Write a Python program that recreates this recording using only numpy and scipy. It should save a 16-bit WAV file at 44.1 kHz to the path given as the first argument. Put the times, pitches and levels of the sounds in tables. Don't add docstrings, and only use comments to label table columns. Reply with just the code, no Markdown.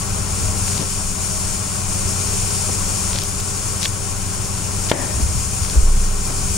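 import sys
import numpy as np
from scipy import signal
from scipy.fft import rfft, irfft, next_fast_len
from scipy.io import wavfile

SR = 44100
rng = np.random.default_rng(int(sys.argv[2]) if len(sys.argv) > 2 else 0)


def wav_record(signal):
    frames = np.transpose(np.atleast_2d(signal))
    bounded = np.clip(frames, -1, 1)
    quanta = np.round(bounded * 32767).astype(np.int16)
    wavfile.write(sys.argv[1], SR, quanta)


N = 289737
N_FFT = next_fast_len(N, real=True)
TIME_S = np.arange(N) / SR
FREQS_HZ = np.maximum(np.fft.rfftfreq(N_FFT, 1 / SR), 1)
CUTOFF_HZ = 15800

# f/Hz, left minus right/dB
ROOM_LEAN = [(60, 0.5), (110, 2.6), (200, 4.5), (380, 9), (700, 10), (1290, 9.0), (2380, 8), (4400, 6),
             (8120, 4.5), (15000, 3.1)]
# f/Hz, left-right correlation
ROOM_CORRELATION = [(30, 0.55), (110, 0.82), (250, 0.4), (700, 0.48), (6500, 0.49), (7600, 0.4),
                    (9000, -0.39), (12000, -.48), (13000, -.63), (16000, -0.48)]
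# f/Hz, level/dB, waver depth
MOTOR_TONES = [(91.84, -29, 0.15), (100, -40, 0.12), (109, -41, 0.27), (113.3, -39, 0.55),
               (121.2, -40.5, 0.18), (137.1, -42.5, 0.19), (178.1, -47, 0.33), (182.2, -39.5, 0.2),
               (198.7, -38.5, 0.11), (399.2, -46, 0.39), (458, -50, 0.39), (542, -55.5, .4),
               (765, -57.5, 0.16), (15622, -59, .2)]
# f/Hz, density/dB
FAN_SPECTRUM = [(140, -34), (230, -6.5), (270, -3.5), (400, -3.5), (480, -10), (650, -6.5), (930, -5.5),
                (1060, -4), (1220, -9.5), (1400, -6.5), (1700, -14.5), (2200, -15), (2500, -13),
                (3300, -18.5), (4200, -20), (5400, -21)]
# f/Hz, density/dB
DUCT_SPECTRUM = [(5, -20), (11, -12), (16, -4.5), (20, -2.5), (25, 4.5), (30, -8), (45, -10), (59, -5.5),
                 (66, -7), (73, -9), (82, -10.5), (100, -13.5), (128, -11.5), (190, -15), (215, -20),
                 (300, -28.5), (450, -35)]
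# f/Hz, density/dB
HISS_SPECTRUM = [(1900, -18), (2500, -11), (3800, -15), (4390, -8), (5010, -7.5), (5510, -2), (6100, -5),
                 (6670, 1), (7260, -1), (8030, -3), (9060, -0.5), (10000, -9.5), (10700, -13),
                 (11900, -17.5), (12900, -18.5), (15900, -26)]
# f/Hz, half-width/Hz, level/dB re hiss
HISS_WHISTLES = [(2402, 35, -26.5), (5300, 15, -38), (6430, 35, -16), (6914, 20, -16.5), (7370, 67, -11.5),
                 (9100, 29, -15.5), (9200, 50, -18.5)]
# t/s, level/dB
HISS_ENVELOPE = [(0.2, -29.5), (0.8, -25.5), (1.5, -25.2), (1.66, -28), (2.15, -25.5), (3.0, -26),
                 (3.4, -26.5), (4.7, -28.5), (5.4, -25.5), (5.75, -26.5), (6.15, -28.5), (6.5, -25.5)]
# t/s, level/dB, swell/s
MEAT_SHOVES = [(0.36, -23, 0.038), (1.36, -25.5, 0.033), (5.05, -20.5, 0.1), (6.3, -25, 0.11)]
# f/Hz, density/dB
TABLE_SPECTRUM = [(40, -8.5), (60, -1), (100, -5), (150, -21)]
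# t/s, level/dB, swell/s
MEAT_SQUELCHES = [(0.785, -25, 0.014), (2.68, -28.5, 0.0073), (3.12, -32, 0.025), (5.165, -32, 0.014),
                  (5.715, -32, 0.014), (6.25, -30, 0.024)]
# f/Hz, density/dB
FLESH_SPECTRUM = [(120, 6.5), (220, 1), (450, -4.5), (800, -9.5), (1600, -13), (4000, -33)]
# start/s, end/s, level/dB at full force
KNIFE_STROKES = [(0.62, 0.878, -36), (2.1, 2.7, -46), (3.08, 3.268, -32), (3.23, 3.47, -44),
                 (3.791, 3.87, -24.5), (4.881, 4.908, -22), (5.54, 5.757, -42), (6.22, 6.4, -43)]
# f/Hz, density/dB
FIBRE_SPECTRUM = [(500, -1), (1300, -9), (2200, -2), (3500, 3), (6000, 4.5), (9000, -9.5), (15000, -19)]
# t/s, level/dB, f/Hz, t60/cycles
BLADE_TICKS = [(0.68, -9, 2200, 3.7), (0.731, -10, 3000, 3.3), (3.132, -8, 3500, 5), (3.1608, -6, 3800, 4),
               (3.1868, 1, 5100, 7.3), (3.2342, 0, 9000, 2), (3.401, -3, 7000, 3), (3.831, 0, 5060, 3),
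               (3.8562, -6, 2250, 14), (3.8574, -3.5, 3300, 21), (4.8983, -2.5, 3480, 2.8),
               (5.649, -8.5, 3000, 4)]
# t/s, level/dB, f/Hz
MEAT_THUMPS = [(0.7933, -14, 170), (2.690, -22, 400), (5.198, -15, 219), (5.216, -10, 66),
               (5.356, -12, 101.5), (5.609, -13.5, 77), (5.756, -20.5, 420), (5.762, 0, 56.6)]
# f/Hz, level/dB, t60/s
KNOCK_MODES = [(171, -17, 0.048), (354, -9, 0.011), (500, 0, 0.016), (636, -2.5, 0.02), (895, -7.5, 0.036),
               (1810, -15, .02), (2830, -3, 0.011), (5030, -19, 0.0036)]
# f/Hz, density/dB
CRACK_SPECTRUM = [(700, -2), (1000, -2), (1400, 10), (3300, 6.5), (6000, -9), (10000, -21), (15000, -31)]
# f/Hz, density/dB
TAIL_SPECTRUM = [(150, -5), (350, 1.5), (500, -10), (595, 3.5), (690, -4.5), (950, -5), (1400, -22),
                 (1650, -10), (1830, -6), (2100, -14.5), (5000, -31), (12000, -45)]
# f/Hz, level/dB, t60/s
TABLE_MODES = [(23.6, -3.5, 1.84), (22, -28, 2.6), (56.5, -13.5, 1.54)]


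def from_db(db):
    return 10 ** (np.asarray(db) / 20)


def unit_rms(x):
    return x / np.sqrt(np.mean(x ** 2) + 1e-20)


def over_hz(points):
    hz, value = np.transpose(points)
    return np.interp(np.log(FREQS_HZ), np.log(hz), value)


def colour(points):
    edge = np.minimum(FREQS_HZ / points[0][0], points[-1][0] / FREQS_HZ)
    return from_db(over_hz(points)) * np.minimum(1, edge) ** 2


def pan(lean_db):
    return from_db(np.array([[.5], [-.5]]) * lean_db)


def drift(corner_hz):
    grid_s = TIME_S[::100]
    hz = np.fft.rfftfreq(len(grid_s), grid_s[1])
    spectrum = rfft(rng.standard_normal(len(grid_s))) / (1 + (hz / corner_hz) ** 2)
    return np.interp(TIME_S, grid_s, unit_rms(irfft(spectrum, len(grid_s))))


def ripple(width_hz, depth_db):
    grid_hz = np.linspace(0, SR / 2, 8192)
    pole = np.exp(-np.pi * grid_hz[1] / width_hz)
    grain = signal.filtfilt([1 - pole], [1, -pole], rng.standard_normal(len(grid_hz)), padtype=None)
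    return from_db(depth_db * np.interp(FREQS_HZ, grid_hz, np.clip(grain / grain.std(), -3, 3)))


def room_noise(gain):
    real, imaginary = rng.standard_normal((2, 2, len(FREQS_HZ)))
    mid, side = real + 1j * imaginary
    correlation, lean_db = over_hz(ROOM_CORRELATION), over_hz(ROOM_LEAN)
    pair = np.sqrt(1 + correlation) * mid + np.sqrt(1 - correlation) * side * [[1], [-1]]
    mono_gain = np.sqrt(np.cosh(lean_db * np.log(10) / 20) + correlation)
    noise = irfft(pair * pan(lean_db) * gain / mono_gain, N_FFT)[:, :N]
    return noise / noise.mean(axis=0).std()


def since(start_s):
    return np.maximum(TIME_S - start_s, 0)


def swell(start_s, swell_s):
    age = np.minimum(since(start_s) / swell_s, 50)
    return (age / 2) ** 2 * np.exp(2 - age)


def decay(start_s, t60_s):
    return (TIME_S > start_s) * np.exp(-np.log(1000) * np.minimum(since(start_s) / t60_s, 10))


def ring(start_s, hz, t60_s):
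    out = np.zeros(N)
    live = slice(int(start_s * SR) + 1, int((start_s + 2 * t60_s) * SR) + 2)
    age_s = TIME_S[live] - start_s
    out[live] = np.sin(2 * np.pi * hz * age_s) * np.exp(-np.log(1000) * age_s / t60_s)
    return out


def motors(trim_db=0.4, waver_hz=0.61, whine_waver_hz=3.4, right_lead_rad=0.7):
    out = np.zeros((2, N))
    for hz, level_db, depth in MOTOR_TONES:
        rate_hz = waver_hz + whine_waver_hz * np.sqrt(hz / CUTOFF_HZ)
        phase_rad = 2 * np.pi * (hz * TIME_S + rng.random()) + depth * drift(rate_hz)
        tone = (1 + depth * drift(rate_hz)) * np.sin(phase_rad + [[0], [right_lead_rad]])
        lean_db = np.interp(hz, FREQS_HZ, over_hz(ROOM_LEAN))
        out += from_db(level_db + trim_db) * unit_rms(tone) * pan(lean_db)
    return out


def fans(rush_db=-33.5, rumble_db=-28.0, flutter_db=0.25):
    air = room_noise(colour(FAN_SPECTRUM) * ripple(width_hz=36, depth_db=2.06))
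    rush = from_db(rush_db + flutter_db * drift(12)) * air
    return rush + from_db(rumble_db) * room_noise(colour(DUCT_SPECTRUM))


def hiss(trim_db=0.65, flutter_db=0.68):
    power = unit_rms(colour(HISS_SPECTRUM)) ** 2
    for hz, half_width_hz, db in HISS_WHISTLES:
        resonance = 1 / (1 + ((FREQS_HZ - hz) / half_width_hz) ** 2)
        power += (from_db(db) * unit_rms(resonance)) ** 2
    jet = room_noise(np.sqrt(power) * ripple(width_hz=30, depth_db=1.46))
    level_db = np.interp(TIME_S, *np.transpose(HISS_ENVELOPE))
    return from_db(level_db + trim_db + flutter_db * drift(11)) * jet


def meat_handling():
    wet = sum(from_db(db) * swell(start_s, swell_s) for start_s, db, swell_s in MEAT_SQUELCHES)
    load = sum(from_db(db) * swell(start_s, swell_s) for start_s, db, swell_s in MEAT_SHOVES)
    return wet * room_noise(colour(FLESH_SPECTRUM)) + load * room_noise(colour(TABLE_SPECTRUM))


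def fibre_snaps(ref_snaps_per_s=900, ref_db=-37, skew=1.87, lean_db=6.5):
    snaps, chance = np.zeros(N), rng.random(N)
    sizes = np.minimum(rng.exponential(1, N), 4) * rng.choice([-1, 1], N)
    for start_s, end_s, level_db in KNIFE_STROKES:
        progress = np.clip((TIME_S - start_s) / (end_s - start_s), 0, 1)
        force = np.sin(np.pi * progress ** skew)
        snaps_per_s = ref_snaps_per_s * from_db(level_db - ref_db)
        snaps += from_db(level_db) * force * unit_rms(sizes * (chance < snaps_per_s / SR))
    pair = snaps * (1 + rng.standard_normal((2, N))) * pan(lean_db)
    return irfft(rfft(pair, N_FFT) * unit_rms(colour(FIBRE_SPECTRUM)), N_FFT)[:, :N]


def blade_ticks(splash_db=-18, splash_t60_s=0.028, lean_db=3.0):
    out, noise = np.zeros(N), rng.standard_normal(N)
    for start_s, level_db, hz, cycles in BLADE_TICKS:
        splash_band = signal.butter(1, [hz / 2, min(hz * 2, CUTOFF_HZ)], "band", fs=SR, output="sos")
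        splash = signal.sosfilt(splash_band, noise * decay(start_s, splash_t60_s) + 1e-18)
        out += from_db(level_db) * (ring(start_s, hz, cycles / hz) + from_db(splash_db) * splash)
    tick_band = signal.butter(1, [1200, 13000], "band", fs=SR, output="sos")
    return signal.sosfilt(tick_band, out) * pan(lean_db)


def meat_thumps(swell_cycles=0.49, lean_db=0.5, left_lead_s=0.0024):
    left = np.zeros(N)
    for start_s, db, hz in MEAT_THUMPS:
        left += from_db(db) * swell(start_s, swell_cycles / hz) * np.sin(2 * np.pi * hz * since(start_s))
    table_wave = signal.sosfiltfilt(signal.butter(2, 120, fs=SR, output="sos"), left)
    right = left - table_wave + np.interp(TIME_S - left_lead_s, TIME_S, table_wave)
    return np.array([left, right]) * pan(lean_db)


def knock(start_s=4.9153, direct_db=-1.5, lean_db=4.0, crack_db=-9, crack_t60_s=0.048,
          tail_db=-19.0, room_t60_s=0.88, flutter_db=0.9):
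    body = sum(from_db(db) * ring(start_s, hz, t60_s) for hz, db, t60_s in KNOCK_MODES)
    crack = from_db(crack_db) * decay(start_s, crack_t60_s) * room_noise(colour(CRACK_SPECTRUM))
    tail_envelope = from_db(tail_db + flutter_db * drift(30)) * decay(start_s, room_t60_s)
    tail = tail_envelope * room_noise(colour(TAIL_SPECTRUM))
    return from_db(direct_db) * (body * pan(lean_db) + crack) + tail


def table_sway(start_s=5.827):
    return sum(from_db(db) * ring(start_s, hz, t60_s) for hz, db, t60_s in TABLE_MODES)


def scene():
    machines = motors() + fans() + hiss()
    knife = fibre_snaps() + blade_ticks() + knock()
    meat = meat_thumps() + meat_handling() + table_sway()
    return machines + knife + meat


def gain_cut(peak_db, threshold_db, max_db, release_db_per_s):
    excess_db = np.clip(peak_db - threshold_db, 0, max_db)
    ramp_db = release_db_per_s * TIME_S
    return np.maximum.accumulate(excess_db + ramp_db) - ramp_db


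def record(dry, attack_s=0.0023):
    peak_db = 20 * np.log10(np.abs(dry).max(axis=0) + 1e-9)
    slow_db = gain_cut(peak_db, threshold_db=-5, max_db=2.5, release_db_per_s=2)
    fast_db = gain_cut(peak_db, threshold_db=0, max_db=7, release_db_per_s=43)
    pole = np.exp(-1 / (attack_s * SR))
    cut_db = signal.lfilter([1 - pole], [1, -pole], np.maximum(slow_db, fast_db))
    limited = np.clip(dry * from_db(-cut_db), -1, 1)
    return signal.sosfilt(signal.ellip(10, .1, 80, CUTOFF_HZ, fs=SR, output="sos"), limited)


dry = scene()
out = record(dry)
wav_record(out)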